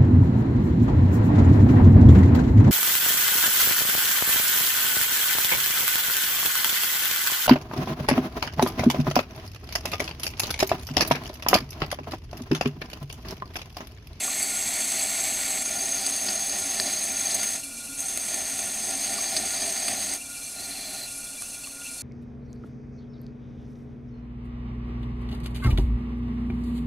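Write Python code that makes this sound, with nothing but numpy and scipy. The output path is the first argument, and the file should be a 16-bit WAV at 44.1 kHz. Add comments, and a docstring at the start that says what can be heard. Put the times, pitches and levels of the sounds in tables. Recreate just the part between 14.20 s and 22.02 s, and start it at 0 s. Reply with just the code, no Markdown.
"""Trimming a clay bowl

A metal tool trims a leather-hard bowl on an electric pottery wheel, heard from close by in mono.
In four strokes the edge shaves gritty clay: random grains and noise hiss, ring blade and shank, drum the bowl.
Coarse grit catches with filtered clicks; there are light knocks and faint squeaks, swept by wavering sines.
Under it all the motor hums and whines in wavering tones, and hisses in filtered grains and noise."""
import sys
import numpy as np
from scipy import signal
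from scipy.fft import rfft, irfft
from scipy.io import wavfile

SR = 44100
rng = np.random.default_rng(int(sys.argv[2]) if len(sys.argv) > 2 else 0)


def int16_out(signal):
    """Quantize to a 16-bit WAV file."""
    q = np.round(np.clip(np.atleast_2d(signal).T, -1, 1) * 32767)
    wavfile.write(sys.argv[1], SR, q.astype(np.int16))


N = 344862
TIME = np.arange(N) / SR
HZ = np.fft.rfftfreq(16384, 1 / SR)
CUTOFF_HZ = 15720

# strokes of the tool: start t/s, end t/s, attack t/s, release t/s, then before hand pressure
# bowl level/dB, shear level/dB, shank level/dB, blade level/dB; swing of the off-centre bowl's load level/dB
STROKES = [(0.0, 1.442, 0.004, 0.018, -43.5, -36, -42, -29, 0.8),
           (1.426, 3.417, 0.03, 0.061, -42, -37, -40, -29.5, 2),
           (3.765, 5.99, 0.025, 0.048, -43, -38.5, -42.5, -31, 2.5),
           (6.31, 6.89, 0.09, 0.045, -48, -44, -40.5, -49, 1.5)]
# blade modes and broad sizzle, which change with its angle on the clay, one list a stroke:
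# f/Hz, width f/Hz, relative level/dB
BLADE_MODES = [
    [(2200, 250, -13), (6430, 230, -2.5), (7720, 200, 0), (7890, 140, .5), (8250, 350, -6),
     (9300, 1600, -12), (11200, 600, -16), (13400, 220, -18), (14300, 280, -18)],
    [(6410, 135, 0), (6730, 120, -17), (8000, 170, -11), (8760, 140, -13), (8900, 2000, -15),
     (13420, 190, -22.5), (14230, 210, -23)],
    [(6390, 145, 0), (6680, 140, -10), (7970, 170, -11), (8400, 280, -11), (8750, 220, -6.5),
     (8900, 2000, -13), (13420, 110, -16), (13880, 130, -23), (14210, 160, -23)],
    [(7850, 80, 0), (13420, 80, -4), (13850, 130, -12), (14200, 120, -9)],
]
# modes of the tool's shank, one list a stroke: f/Hz, width f/Hz, relative level/dB
SHANK_MODES = [
    [(4165, 130, -4.5), (4540, 91, 0)],
    [(4113, 156, 1), (4620, 100, 6.5), (5190, 340, -5)],
    [(4114, 130, 4.5), (4614, 127, 9), (5060, 550, -1.5)],
    [(4130, 81, 4.5), (4560, 200, -2.5)],
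]
# modes of the bowl on the wheel head: f/Hz, width f/Hz, relative level/dB
BOWL_MODES = [(92, 18, -8), (208, 22, -2), (236, 30, -9), (273, 22, -5), (335, 50, -13), (388, 55, -7),
              (578, 30, -6), (626, 24, 0), (677, 28, 1), (725, 60, -5), (777, 38, 1), (1790, 80, -8)]
# colour of clay shearing at the edge: f/Hz, relative level/dB
SHEAR_COLOUR = [(60, -86), (500, -88), (850, -76), (1300, -76.5), (1660, -76.5), (1800, -68), (2600, -69.5),
                (3100, -73.5), (3480, -68.5), (3750, -72), (5100, -72.5), (5500, -77.5), (6050, -67.5),
                (7000, -73), (9400, -80), (11300, -125), (12500, -83), (15700, -89)]
# pressure of the hand on the tool: t/s, relative level/dB
PRESSURE = [(0, -1), (0.2, 0.5), (0.38, -1), (0.7, 1), (1.38, 0), (1.5, -0.7), (1.8, 0.15), (2.45, -0.5),
            (2.68, 1.4), (2.92, -1.4), (3.12, 1.1), (3.8, -5), (4.15, -0.5), (4.5, -1.5), (4.88, 1.5),
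            (5.75, 1.5), (6.45, -1.5), (6.8, -0.2)]
# coarse grit catching the edge: t/s, crack level/dB, shank snap level/dB, blade ring level/dB, length t/s
CATCHES = [(0.194, -45, -48, -25, 0.006), (0.227, -43, -48, -22, 0.0051), (0.475, -39, -40, -27, 0.0042),
           (1.864, -43, -28, -21.5, 0.0058), (2.085, -31, -29, -40, 0.009), (2.295, -43, -31, -33, 0.005),
           (2.386, -35, -51, -25, 0.005), (2.599, -27.5, -19.5, -38, 0.0034),
           (3.109, -53, -30, -39, 0.0088), (3.144, -49, -44, -21.5, 0.01), (3.231, -33.5, -39, -26, 0.016),
           (3.803, -58, -56, -23.5, 0.0043), (3.883, -41, -56, -25, 0.0033),
           (3.9735, -28.5, -44, -20.5, 0.0032), (4.141, -37, -46, -24.5, 0.005),
           (4.39, -33, -47, -25, 0.0049), (5.165, -42, -23, -26.5, 0.009), (5.421, -38, -31, -34, 0.0046),
           (5.681, -29, -33, -26, 0.0075), (5.936, -36, -51, -26, 0.0033)]
# faint squeaks of tool and fingers on the clay: t/s, centre f/Hz, peak level/dB, length t/s
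SQUEAKS = [(0.159, 2155, -36, 0.089), (5.996, 2720, -41, 0.044), (7.433, 2710, -36.5, 0.024),
           (7.635, 2690, -37.5, 0.061)]
# light knocks of crumbs and tool: t/s, hollow knock peak level/dB, tick relative level/dB
KNOCKS = [(0.0808, -32, -50), (4.9847, -30.5, -46), (7.221, -42, -26), (7.472, -42, -34)]
# colour of their tick: f/Hz, relative level/dB
TICK_COLOUR = [(300, -17), (1500, -4), (3500, 1), (5000, -3), (7000, 5), (9500, 13), (12000, -7),
               (15700, -22)]
# wavering tones of the motor: f/Hz, width f/Hz, level before effort/dB, throb rate f/Hz, throb depth level/dB
TONES = [(236, 14, -61.5, 1.72, 1), (273, 16, -55, 1.72, 2), (1420, 28, -55, 3.44, 2.5),
         (2372, 38, -54, 17.7, 3.5)]
# how hard the motor works, heard in its tones: t/s, gain level/dB
EFFORT = [(0, 0.5), (3.6, 2), (5.9, 2.5), (6.3, 0.5), (7.82, -1.5)]
# level of the running wheel's hiss: t/s, relative level/dB
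RUNNING = [(0, -42.5), (0.8, -40), (1.5, -43), (4.1, -42.5), (5.8, -45), (6.2, -42.5), (7.27, -42.5),
           (7.52, -45.5), (7.82, -41.5)]
# colour of the brushes' and bearings' hiss: f/Hz, relative level/dB
HISS_COLOUR = [(1900, -100), (2600, -78), (3200, -90), (4200, -73), (4700, -79), (5500, -74), (6500, -71),
               (7050, -75), (7600, -70.5), (9100, -68.5), (10700, -73), (11300, -71.5), (12800, -84),
               (15700, -91.5)]
# resonances of the motor housing: f/Hz, width f/Hz, relative level/dB
HOUSING_MODES = [(2700, 230, -78), (3461, 160, -79), (4170, 200, -80), (4355, 80, -72), (4950, 200, -83),
                 (6270, 350, -76), (7400, 250, -80), (8310, 250, -75), (9550, 300, -75), (9900, 300, -73),
                 (10352, 90, -69)]
# colour of the dull drive and room noise: f/Hz, relative level/dB
RUMBLE_COLOUR = [(12, -88), (30, -80.5), (100, -82), (170, -83), (400, -87.5), (480, -88.5), (700, -82.5),
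                 (950, -92.5), (1500, -93), (2100, -92), (4000, -105)]

# one turn of the wheel head, and when the high side of the bowl passes the edge
TURN_S, HIGH_SIDE_S = 0.257, 0.052
# every second turn bites harder, by this share of the swing
SECOND_TURN = 0.52
# dB that each part gains per dB of pressure
BOWL_FOLLOWS, SHEAR_FOLLOWS, SHANK_FOLLOWS, BLADE_FOLLOWS = 1.25, 1, 2.5, 0.4
# the drive of the blade flutters twice a turn, strongest at FLUTTER_S
FLUTTER_DB, FLUTTER_S = 0.47, 0.057
# swing of the running hiss with each turn
RUNNING_TURN_DB = 0.5


def scrape():
    """The edge chatters through gritty clay; pressure and turning drive bowl, shear, shank and blade."""
    chatter = wander(rate_hz=81)
    bowl = unit(ring(grains(per_s=3000, spread_db=2.0), peaks(BOWL_MODES, skirt=2.0)))
    grit = grains(per_s=5000, spread_db=3.5)
    friction = (grit + 0.82 * rng.standard_normal(N)) * amp(1.0 * chatter)
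    shear = unit(ring(friction, slope(SHEAR_COLOUR)))
    drag = grains(per_s=4600, spread_db=-1.0)
    # the edge sticks and slips, so the blade rings in quick uneven spurts
    flutter_db = FLUTTER_DB * swing(TURN_S / 2, FLUTTER_S)
    slips = grains(per_s=9000, spread_db=4.0) * amp(0.18 * chatter + flutter_db)

    pressure = track(PRESSURE)
    off_centre = swing(TURN_S, HIGH_SIDE_S) + SECOND_TURN * swing(2 * TURN_S, HIGH_SIDE_S)
    out = np.zeros(N)
    for row, blade_modes, shank_modes in zip(STROKES, BLADE_MODES, SHANK_MODES):
        start, end, attack, release, bowl_db, shear_db, shank_db, blade_db, turn_db = row
        contact = np.clip(np.minimum((TIME - start) / attack, (end - TIME) / release), 0, 1)
        drum = amp(bowl_db + BOWL_FOLLOWS * pressure + turn_db * off_centre) * bowl
        hiss = amp(shear_db + SHEAR_FOLLOWS * pressure + 0.69 * wander(rate_hz=8)) * shear
        shank_ring = stir(drag, shank_modes, rate_hz=18, uneven_db=1.6)
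        shank = amp(shank_db + SHANK_FOLLOWS * pressure) * shank_ring
        blade_ring = stir(slips, blade_modes, rate_hz=23, uneven_db=1.5)
        blade = amp(blade_db + BLADE_FOLLOWS * pressure) * blade_ring
        out += contact * (drum + hiss + shank + blade)
    return out


def catches():
    """A coarse grain cracks under the edge, snaps the shank, rings the blade and thumps the bowl."""
    out = np.zeros(N)
    dulled_shear = slope(SHEAR_COLOUR) / np.hypot(1, HZ / 6000)
    crack = np.hypot(dulled_shear, amp(-67) * peaks(BOWL_MODES))
    snap = peaks([(4630, 470, 0)], skirt=1.4)
    for s, crack_db, snap_db, blade_db, length in CATCHES:
        stroke = sum(s > row[0] for row in STROKES[1:])
        blade = peaks(BLADE_MODES[stroke])
        crunch = burst(length)
        for gain, db in [(crack, crack_db), (snap, snap_db), (blade, blade_db)]:
            sound = ring(crunch, gain)
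            # the level is the rms if all the energy fell within the length
            add(out, s, amp(db) * sound * np.sqrt(length * SR) / np.linalg.norm(sound))
    return out


def knocks():
    """A dry tick of filtered noise with a short hollow sine ring from the plastic splash pan."""
    out = np.zeros(N)
    t = TIME[:len(HZ)]
    for s, knock_db, tick_db in KNOCKS:
        # the hollow ring falls 60 dB in 0.039 s
        add(out, s, amp(knock_db - 60 * t / 0.039) * np.sin(2 * np.pi * 1150 * t))
        add(out, s, amp(tick_db) * ring(burst(length=0.0033), slope(TICK_COLOUR)))
    return out


def squeaks():
    """Brief, rough, narrow chirps: sines whose pitch jitters quickly."""
    out = np.zeros(N)
    for s, hz, db, length in SQUEAKS:
        window = signal.windows.hann(round(length * SR))
        pitch = hz * (1 + 0.038 * wander(rate_hz=420)[:len(window)])
        add(out, s, amp(db) * window * np.sin(2 * np.pi * np.cumsum(pitch) / SR))
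    return out


def wheel():
    """The motor's tones follow its effort; its hiss flutters in the housing and swells each turn."""
    return motor_tones() + running_hiss() + rumble()


def motor_tones():
    """Each tone is a wavering sine plus narrow noise, throbbing together."""
    tones = 0
    for hz, width, db, per_s, depth_db in TONES:
        pitch = hz + 0.22 * width * wander(rate_hz=15.5)
        tone = np.cos(2 * np.pi * np.cumsum(pitch) / SR)
        fuzz = unit(ring(rng.standard_normal(N), peaks([(hz, width, 0)], skirt=2.66)))
        tones = tones + amp(db) * unit((0.76 * tone + fuzz) * throb(per_s, depth_db))
    return amp(track(EFFORT)) * tones


def running_hiss():
    """Brushes and bearings crackle in dense, fluttering grains, and noise whirrs in the housing."""
    flutter = throb(per_s=23.3, depth_db=0.8) * amp(1.1 * wander(rate_hz=31))
    brushes = grains(per_s=14000, spread_db=1.5) * flutter
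    hiss = amp(4) * unit(ring(brushes, slope(HISS_COLOUR)))
    whirr = amp(0.5) * stir(rng.standard_normal(N), HOUSING_MODES, rate_hz=18, uneven_db=4.0)
    level_db = track(RUNNING) + RUNNING_TURN_DB * swing(TURN_S, HIGH_SIDE_S)
    return amp(level_db) * (hiss + whirr)


def rumble():
    """Steady dull noise of the drive and the room."""
    return amp(-51.0) * unit(ring(rng.standard_normal(N), slope(RUMBLE_COLOUR)))


def stir(drive, modes, rate_hz, uneven_db):
    """Drives a set of resonances, each one swelling and sinking on its own."""
    total = 0
    for hz, width, db in modes:
        level = amp(db + uneven_db * wander(rate_hz)) * np.sqrt(width)
        total = total + level * ring(drive, peaks([(hz, width, 0)]))
    return unit(total)


def grains(per_s, spread_db):
    """Tiny fractures at random moments, of either sign and uneven size."""
    size = amp(spread_db * np.minimum(rng.exponential(1, N), 4))
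    return unit(size * rng.choice([-1., 1.], N) * (rng.random(N) < per_s / SR))


def burst(length, count=4096):
    """A short crunch of noise that starts at once and dies away, to 1/e after its length."""
    t = np.arange(count) / SR
    return rng.choice([-1., 1.], count) * np.exp(-(t / length) ** 2)


def ring(x, gain):
    """Passes x through a causal minimum-phase filter of this shape that keeps white noise's power."""
    log_gain = np.log(np.maximum(unit(gain), 1e-5))
    circle = np.concatenate([log_gain, log_gain[-2:0:-1]])
    response = irfft(np.exp(np.conj(signal.hilbert(circle)))[:len(HZ)])
    return signal.oaconvolve(x, response[:len(HZ) // 2])[:len(x)]


def peaks(modes, skirt=2.86):
    """Gain of a set of resonances, their powers added; a higher skirt falls off faster."""
    power = 0
    for hz, width, db in modes:
        offset = (HZ - hz) / (width / 2)
        power = power + amp(db) ** 2 / (1 + offset ** 2 / skirt) ** skirt
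    return np.sqrt(power)


def slope(points):
    """Gain of a smooth spectrum drawn through points on a log frequency axis."""
    hz, db = np.transpose(points)
    return amp(np.interp(np.log(HZ + 1), np.log(hz), db))


def wander(rate_hz, count=8192):
    """Slow chance of rms 1, up to about this rate."""
    hz = np.fft.rfftfreq(count, N / SR / count)
    tilt = hz / (hz + 2) / (1 + (hz / rate_hz) ** 2)
    slow = irfft(rfft(rng.standard_normal(count)) * tilt)
    return np.interp(TIME, np.linspace(0, N / SR, count), unit(slow))


def throb(per_s, depth_db):
    """A gain that swings regularly, up and down by this depth."""
    return amp(depth_db * np.sin(2 * np.pi * per_s * TIME))


def swing(period_s, top_s):
    """A cosine of this period with a crest at top_s."""
    return np.cos(2 * np.pi * (TIME - top_s) / period_s)


def track(points):
    """Draws straight lines through timed values."""
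    return np.interp(TIME, *np.transpose(points))


def amp(db):
    """Decibels to gain."""
    return 10 ** (np.asarray(db) / 20)


def unit(x):
    """Scales to rms 1."""
    return x / np.sqrt(np.mean(x ** 2) + 1e-20)


def add(mix, s, sound):
    """Mixes a sound in at a time in seconds."""
    part = mix[max(round(s * SR), 0):][:len(sound)]
    part += sound[:len(part)]


def scene():
    """Everything reaches one microphone, the same in both channels."""
    mono = scrape() + catches() + knocks() + squeaks() + wheel()
    return np.array([mono, mono])


def record(dry):
    """The recorder's band limit, a steep low-pass."""
    low_pass = signal.firwin(701, CUTOFF_HZ, window=("kaiser", 9), fs=SR)
    return signal.oaconvolve(dry, low_pass[None], "same")


dry = scene()
out = record(dry)
int16_out(out)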